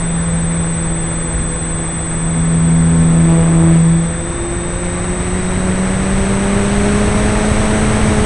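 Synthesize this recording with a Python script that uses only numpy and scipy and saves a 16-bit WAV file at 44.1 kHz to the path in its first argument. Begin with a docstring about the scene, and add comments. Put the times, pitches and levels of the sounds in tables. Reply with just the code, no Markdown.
"""The two-blade propeller of a small electric model airplane, heard from a camera on its own airframe.
It hums and chops the air as the plane climbs, then swishes and shakes the frame over the top.
The motor's magnets whine, and the speed controller makes the windings whistle near 8 kHz.
In the dive the propeller unloads and speeds up while the air rushes harder past the microphone."""
import sys
import numpy as np
from scipy import signal
from scipy.fft import rfft, irfft
from scipy.io import wavfile
from scipy.ndimage import uniform_filter1d

SR = 44100
rng = np.random.default_rng(int(sys.argv[2]) if len(sys.argv) > 2 else 0)


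def unload_wav(signal):
    """Save mono or channel-first audio to the path in sys.argv[1] as 16-bit WAV at rate SR, clipped to [-1, 1]."""
    wavfile.write(
        sys.argv[1],
        SR,
        np.round(np.clip(np.atleast_2d(signal).T, -1, 1) * 32767).astype(np.int16),
    )


N = 363825


def undb(db):
    """Decibels to gain."""
    return 10 ** (np.asarray(db) / 20)


def curves(table):
    """One envelope per value column of a time table, in straight ramps."""
    times, *columns = np.transpose(table)
    return [np.interp(np.arange(N) / SR, times, column) for column in columns]


def wobble(rate_hz):
    """Smooth random modulation: sample-and-hold, slewed twice, with a spread of 1."""
    hold = max(int(SR / rate_hz), 2)
    steps = np.repeat(rng.standard_normal(N // hold + 1), hold)
    slewed = uniform_filter1d(uniform_filter1d(steps, hold), hold)[:N]
    return slewed / slewed.std()


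def colour(white, hz, db):
    """EQ white noise to a curve of densities in dB per Hz."""
    f = np.maximum(np.fft.rfftfreq(N, 1 / SR), 1)
    gain = undb(np.interp(np.log(f), np.log(hz), db)) * np.sqrt(SR / 2)
    return irfft(rfft(white) * gain, N)


def angle(hz):
    """Running phase of a gliding frequency."""
    return 2 * np.pi * np.cumsum(hz) / SR


def tone(phase, db):
    """A sinusoid of the given rms level."""
    return np.sqrt(2) * undb(db) * np.cos(phase)


def blade_pulse(shaft, depth):
    """A swell for each passing blade, at unit power."""
    pulse = np.exp(depth * np.cos(2 * shaft))
    return pulse / np.sqrt(np.mean(pulse ** 2))


def air_rush(shaft, airspeed, buffet_db=0.5, flicker_db=0.25):
    """Turbulence buffets the microphone; the hiss above it pulses with the propeller wash."""
    # air noise through the camera housing: f/Hz, slow-flight density/(dB per Hz), dive density/(dB per Hz)
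    air_spectrum = [(25, -42.3, -35.5), (80, -42.5, -38), (140, -49.7, -39.5), (290, -55.3, -48),
                    (550, -59.7, -51.3), (2150, -65.5, -57.1), (3000, -76, -64.3), (3850, -75.2, -65.5),
                    (4900, -86.7, -73.7), (6150, -79, -67.6), (7250, -87.3, -75.7), (8350, -74.7, -65),
                    (9400, -85, -70.5), (10700, -93, -79)]
    # stronger gusts on the microphone: t/s, half length/s, rumble boost/dB
    gusts = [(.65, 0.22, 0.5), (1.362, 0.14, 3.5), (5.724, 0.15, 1.5), (6.583, 0.037, 3)]
    white = rng.standard_normal(N)
    hz, slow_db, dive_db = np.transpose(air_spectrum)
    slow, dive = colour(white, hz, slow_db), colour(white, hz, dive_db)
    # the level rises evenly in dB with airspeed while the colour brightens
    rise = np.std(dive) / np.std(slow)
    rush = rise ** airspeed * ((1 - airspeed) * slow + airspeed * dive / rise)
    rumble = signal.sosfiltfilt(signal.butter(2, 300, fs=SR, output="sos"), rush)
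    hiss = (rush - rumble) * blade_pulse(shaft, depth=0.18)
    t = np.arange(N) / SR
    gust_db = sum(db * np.exp(-((t - peak_s) / half_s) ** 2) for peak_s, half_s, db in gusts)
    return rumble * undb(gust_db + buffet_db * wobble(22)) + hiss * undb(flicker_db * wobble(50))


def controller_whistle(shaft, switch_hz, whistle_db, airspeed, stall):
    """Switched current makes the windings whistle; the turning rotor adds side tones."""
    # side tones: offset/shaft rates, slow-flight level/dB, dive level/dB (both re the whistle),
    # added gain at full stall
    side_tones = [(-21, -35, -35, 0), (-6, -42, -40, 0), (-2, -29, -30, 7), (2, -27, -20, 2.5),
                  (4, -14, -10.5, -.6), (6, -16, -12.5, -.15), (8, -19.5, -17, .1), (10, -24.5, -22, .5),
                  (12, -33, -30, .1), (14, -32, -37, -.4), (21, -40, -42, 0)]
    carrier = angle(switch_hz + 2 * wobble(150))
    carrier_db = whistle_db + 0.1 * wobble(60)
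    whistle = tone(carrier, carrier_db)
    for offset, slow_db, dive_db, stall_gain in side_tones:
        # the upper tones run in step and add up to one pip per blade; the lower ones lag a quarter cycle
        phase = carrier + offset * shaft - np.pi / 2 * (offset < 0)
        side_db = slow_db + (dive_db - slow_db) * airspeed
        whistle += (1 + stall_gain * stall) * tone(phase, carrier_db + side_db)
    return whistle


def motor_whine(shaft, airspeed, flutter_db=0.5):
    """Magnets whine as they pass the stator, fading as the dive takes the load off."""
    # partials of the 14-pole motor: f/shaft rate, slow-flight level/dB, dive level/dB
    partials = [(21, -46, -53), (28, -60, -66), (42, -43.5, -58), (56, -64, -74), (63, -69, -74),
                (70, -66, -72), (84, -61, -74)]
    return sum(tone(order * shaft, slow_db + (dive_db - slow_db) * airspeed + flutter_db * wobble(30))
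               for order, slow_db, dive_db in partials)


def airframe_shake(shaft, shake_db, flutter_db=0.5, wander_rad=0.38):
    """Unequal blades shake the airframe at odd multiples of the shaft rate."""
    # partials of the shaking: f/shaft rate, level/dB re shake_db
    partials = [(1, 1), (3, 0), (5, -15), (7, -22), (9, -21), (11, -20), (13, -20)]
    shake = np.zeros(N)
    for order, db in partials:
        # a quarter cycle off the blade tone, so the blade pulses come early and late in turn
        phase = order * shaft - np.pi / 2 + wander_rad * wobble(20)
        shake += tone(phase, shake_db + db + flutter_db * wobble(15))
    return shake


def blade_swish(shaft, stall, shake_db):
    """Stalled or shaking blades shed a burst of eddies on every pass."""
    # eddy noise at unit strength: f/Hz, density/(dB per Hz)
    eddy_spectrum = [(100, -65), (350, -51), (750, -57), (1300, -60.5), (2200, -68.5), (3500, -75.5),
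                     (5000, -90), (9000, -100)]
    hz, db = np.transpose(eddy_spectrum)
    eddies = colour(rng.standard_normal(N), hz, db)
    strength = np.hypot(stall, undb(shake_db + 14))
    return strength * eddies * blade_pulse(shaft, depth=0.9)


def propeller_hum(shaft, airspeed, stall, flutter_db=0.1, upper_flutter_db=1.0, wander_rad=0.12):
    """Each blade sends a suction pulse; gusts make its partials flutter and stray."""
    # body of the hum as the inflow changes: t/s, level/dB of blade harmonics 1, 2 and 3
    harmonic_levels = [(0, -18.5, -46, -42), (.35, -16, -42, -34.5), (.7, -18.5, -34, -34.5),
                       (1, -21, -30.5, -36.5), (1.4, -24.5, -33, -35), (1.8, -23, -34, -35),
                       (2.05, -25.5, -32, -43.5), (2.3, -17, -32, -34.5), (2.5, -13, -41, -43),
                       (2.75, -10.5, -32, -37.5), (3, -10.5, -34, -31), (3.15, -9.5, -26.5, -32),
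                       (3.27, -9.5, -22, -34), (3.35, -9, -17, -27), (3.41, -11.5, -28, -21),
                       (3.45, -11, -29, -34), (3.5, -11, -23, -40), (3.55, -9.5, -19, -34),
                       (3.63, -9.5, -17.5, -27), (3.7, -8.5, -19, -42), (3.75, -8, -22, -36),
                       (3.8, -8.5, -36, -33), (3.96, -10.5, -22, -36.5), (4.1, -20, -40, -29),
                       (4.25, -26, -26.5, -34), (4.4, -36, -22.5, -37), (4.6, -26, -28, -39),
                       (4.8, -25.5, -29, -31.5), (5.1, -22.5, -26.5, -35.5), (5.4, -22, -27, -38),
                       (5.7, -17.5, -27.5, -34), (6, -19, -31.5, -32), (6.3, -17, -24.5, -29.5),
                       (6.6, -17.3, -25, -30), (6.9, -15.5, -20.5, -29), (7.15, -18.5, -24, -27),
                       (7.4, -17.5, -25.5, -29), (7.7, -18.3, -27, -28), (8, -16, -26, -28.5),
                       (8.25, -19, -23.5, -27.5)]
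    # weaker partials: f/shaft rate, slow-flight level/dB, dive level/dB, full-stall level/dB
    partials = [(5, -46, -37, -38), (7, -46, -39, -41), (8, -47.5, -37.5, -27), (9, -54, -46, -40),
                (10, -53, -44, -33), (12, -57, -48, -37), (13, -44, -47, -51), (14, -52, -52, -42)]
    first_db, second_db, third_db = curves(harmonic_levels)
    suction = tone(2 * shaft, first_db - flutter_db * wobble(25))
    for order, db in ((4, second_db), (6, third_db)):
        phase = order * shaft + wander_rad * wobble(25)
        suction += tone(phase, db + upper_flutter_db * wobble(20))
    for order, slow_db, dive_db, stall_db in partials:
        flight_gain = undb(slow_db + (dive_db - slow_db) * airspeed)
        gain = np.hypot(flight_gain, stall ** 2 * undb(stall_db))
        phase = order * shaft + wander_rad * wobble(25)
        suction += gain * tone(phase, upper_flutter_db * wobble(20))
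    return -suction


def scene():
    """One shaft ties the layers together; airspeed and stall ride their balance."""
    # electric drive: t/s, blade rate/Hz, switching rate/Hz, whistle level/dB
    drive_cues = [(0.0, 168.0, 8091, -25.7), (0.3, 167.4, 8091, -26.0), (0.6, 166.7, 8090, -25.4),
                  (0.9, 166.2, 8090, -25.3), (1.2, 165.5, 8090, -25.0), (1.6, 165.0, 8089, -25.0),
                  (2.0, 164.7, 8088, -25.2), (2.4, 164.7, 8087, -25.4), (2.8, 164.8, 8086, -25.6),
                  (3.2, 165.0, 8085, -26.2), (3.5, 164.7, 8085, -26.2), (3.8, 164.5, 8085, -26.5),
                  (4.0, 166.2, 8084, -27.4), (4.3, 170.5, 8082, -28.3), (4.7, 174.4, 8080, -28.1),
                  (5.1, 178.9, 8078, -28.2), (5.5, 183.2, 8076, -29.0), (5.9, 188.6, 8075, -29.3),
                  (6.3, 195.3, 8073, -29.2), (6.7, 201.9, 8071, -29.7), (7.0, 206.6, 8071, -29.9),
                  (7.3, 210.5, 8070, -29.6), (7.6, 213.0, 8068, -29.6), (7.9, 214.3, 8068, -29.3),
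                  (8.25, 212.5, 8069, -30.2)]
    # pace of the flight: t/s, airspeed (0 = top of the climb, 1 = full dive)
    airspeed_cues = [(0, 0.073), (.5, 0.095), (1, 0.032), (2, .02), (2.8, 0.075), (3.4, 0.13), (4.2, 0.045),
                     (4.6, 0.11), (5, 0.27), (5.5, 0.45), (6, 0.59), (6.5, 0.75), (7, 0.9), (7.5, 0.96),
                     (8.25, 0.99)]
    # blades meeting the air askew over the top: t/s, stall (0 to 1)
    stall_cues = [(0, 0), (3.1, 0), (3.16, 0.57), (3.25, 0.54), (3.31, 0.77), (3.42, 0.87), (3.5, 0.63),
                  (3.63, 0.74), (3.77, 0.74), (3.83, 0.08), (4.5, 0.16), (5.8, 0.13)]
    # airframe shaking: t/s, level/dB
    shake_cues = [(0, -38.5), (2.1, -40.5), (2.35, -28.5), (2.65, -26), (2.95, -20.5), (3.2, -25),
                  (3.35, -31), (3.75, -30), (4.05, -42.5), (8.25, -35.5)]
    blade_hz, switch_hz, whistle_db = curves(drive_cues)
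    airspeed = curves(airspeed_cues)[0]
    stall = curves(stall_cues)[0]
    shake_db = curves(shake_cues)[0]
    shaft = angle(blade_hz / 2 * (1 + 0.0005 * wobble(14)))  # two blades pass per turn
    mix = propeller_hum(shaft, airspeed, stall)
    mix += airframe_shake(shaft, shake_db)
    mix += blade_swish(shaft, stall, shake_db)
    mix += motor_whine(shaft, airspeed)
    mix += controller_whistle(shaft, switch_hz, whistle_db, airspeed, stall)
    mix += air_rush(shaft, airspeed)
    return mix[None]


def record(dry):
    """The small camera drops the deepest rumble, rounds the highest peaks and cuts the top."""
    low_cut_hz, high_cut_hz, ceiling = 8, 10500, 0.97
    trimmed = signal.sosfilt(signal.butter(1, low_cut_hz, "high", fs=SR, output="sos"), dry)
    rounded = trimmed / (1 + (trimmed / ceiling) ** 10) ** (1 / 10)
    return signal.sosfilt(signal.cheby1(12, 0.2, high_cut_hz, fs=SR, output="sos"), rounded)


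dry = scene()
out = record(dry)
unload_wav(out)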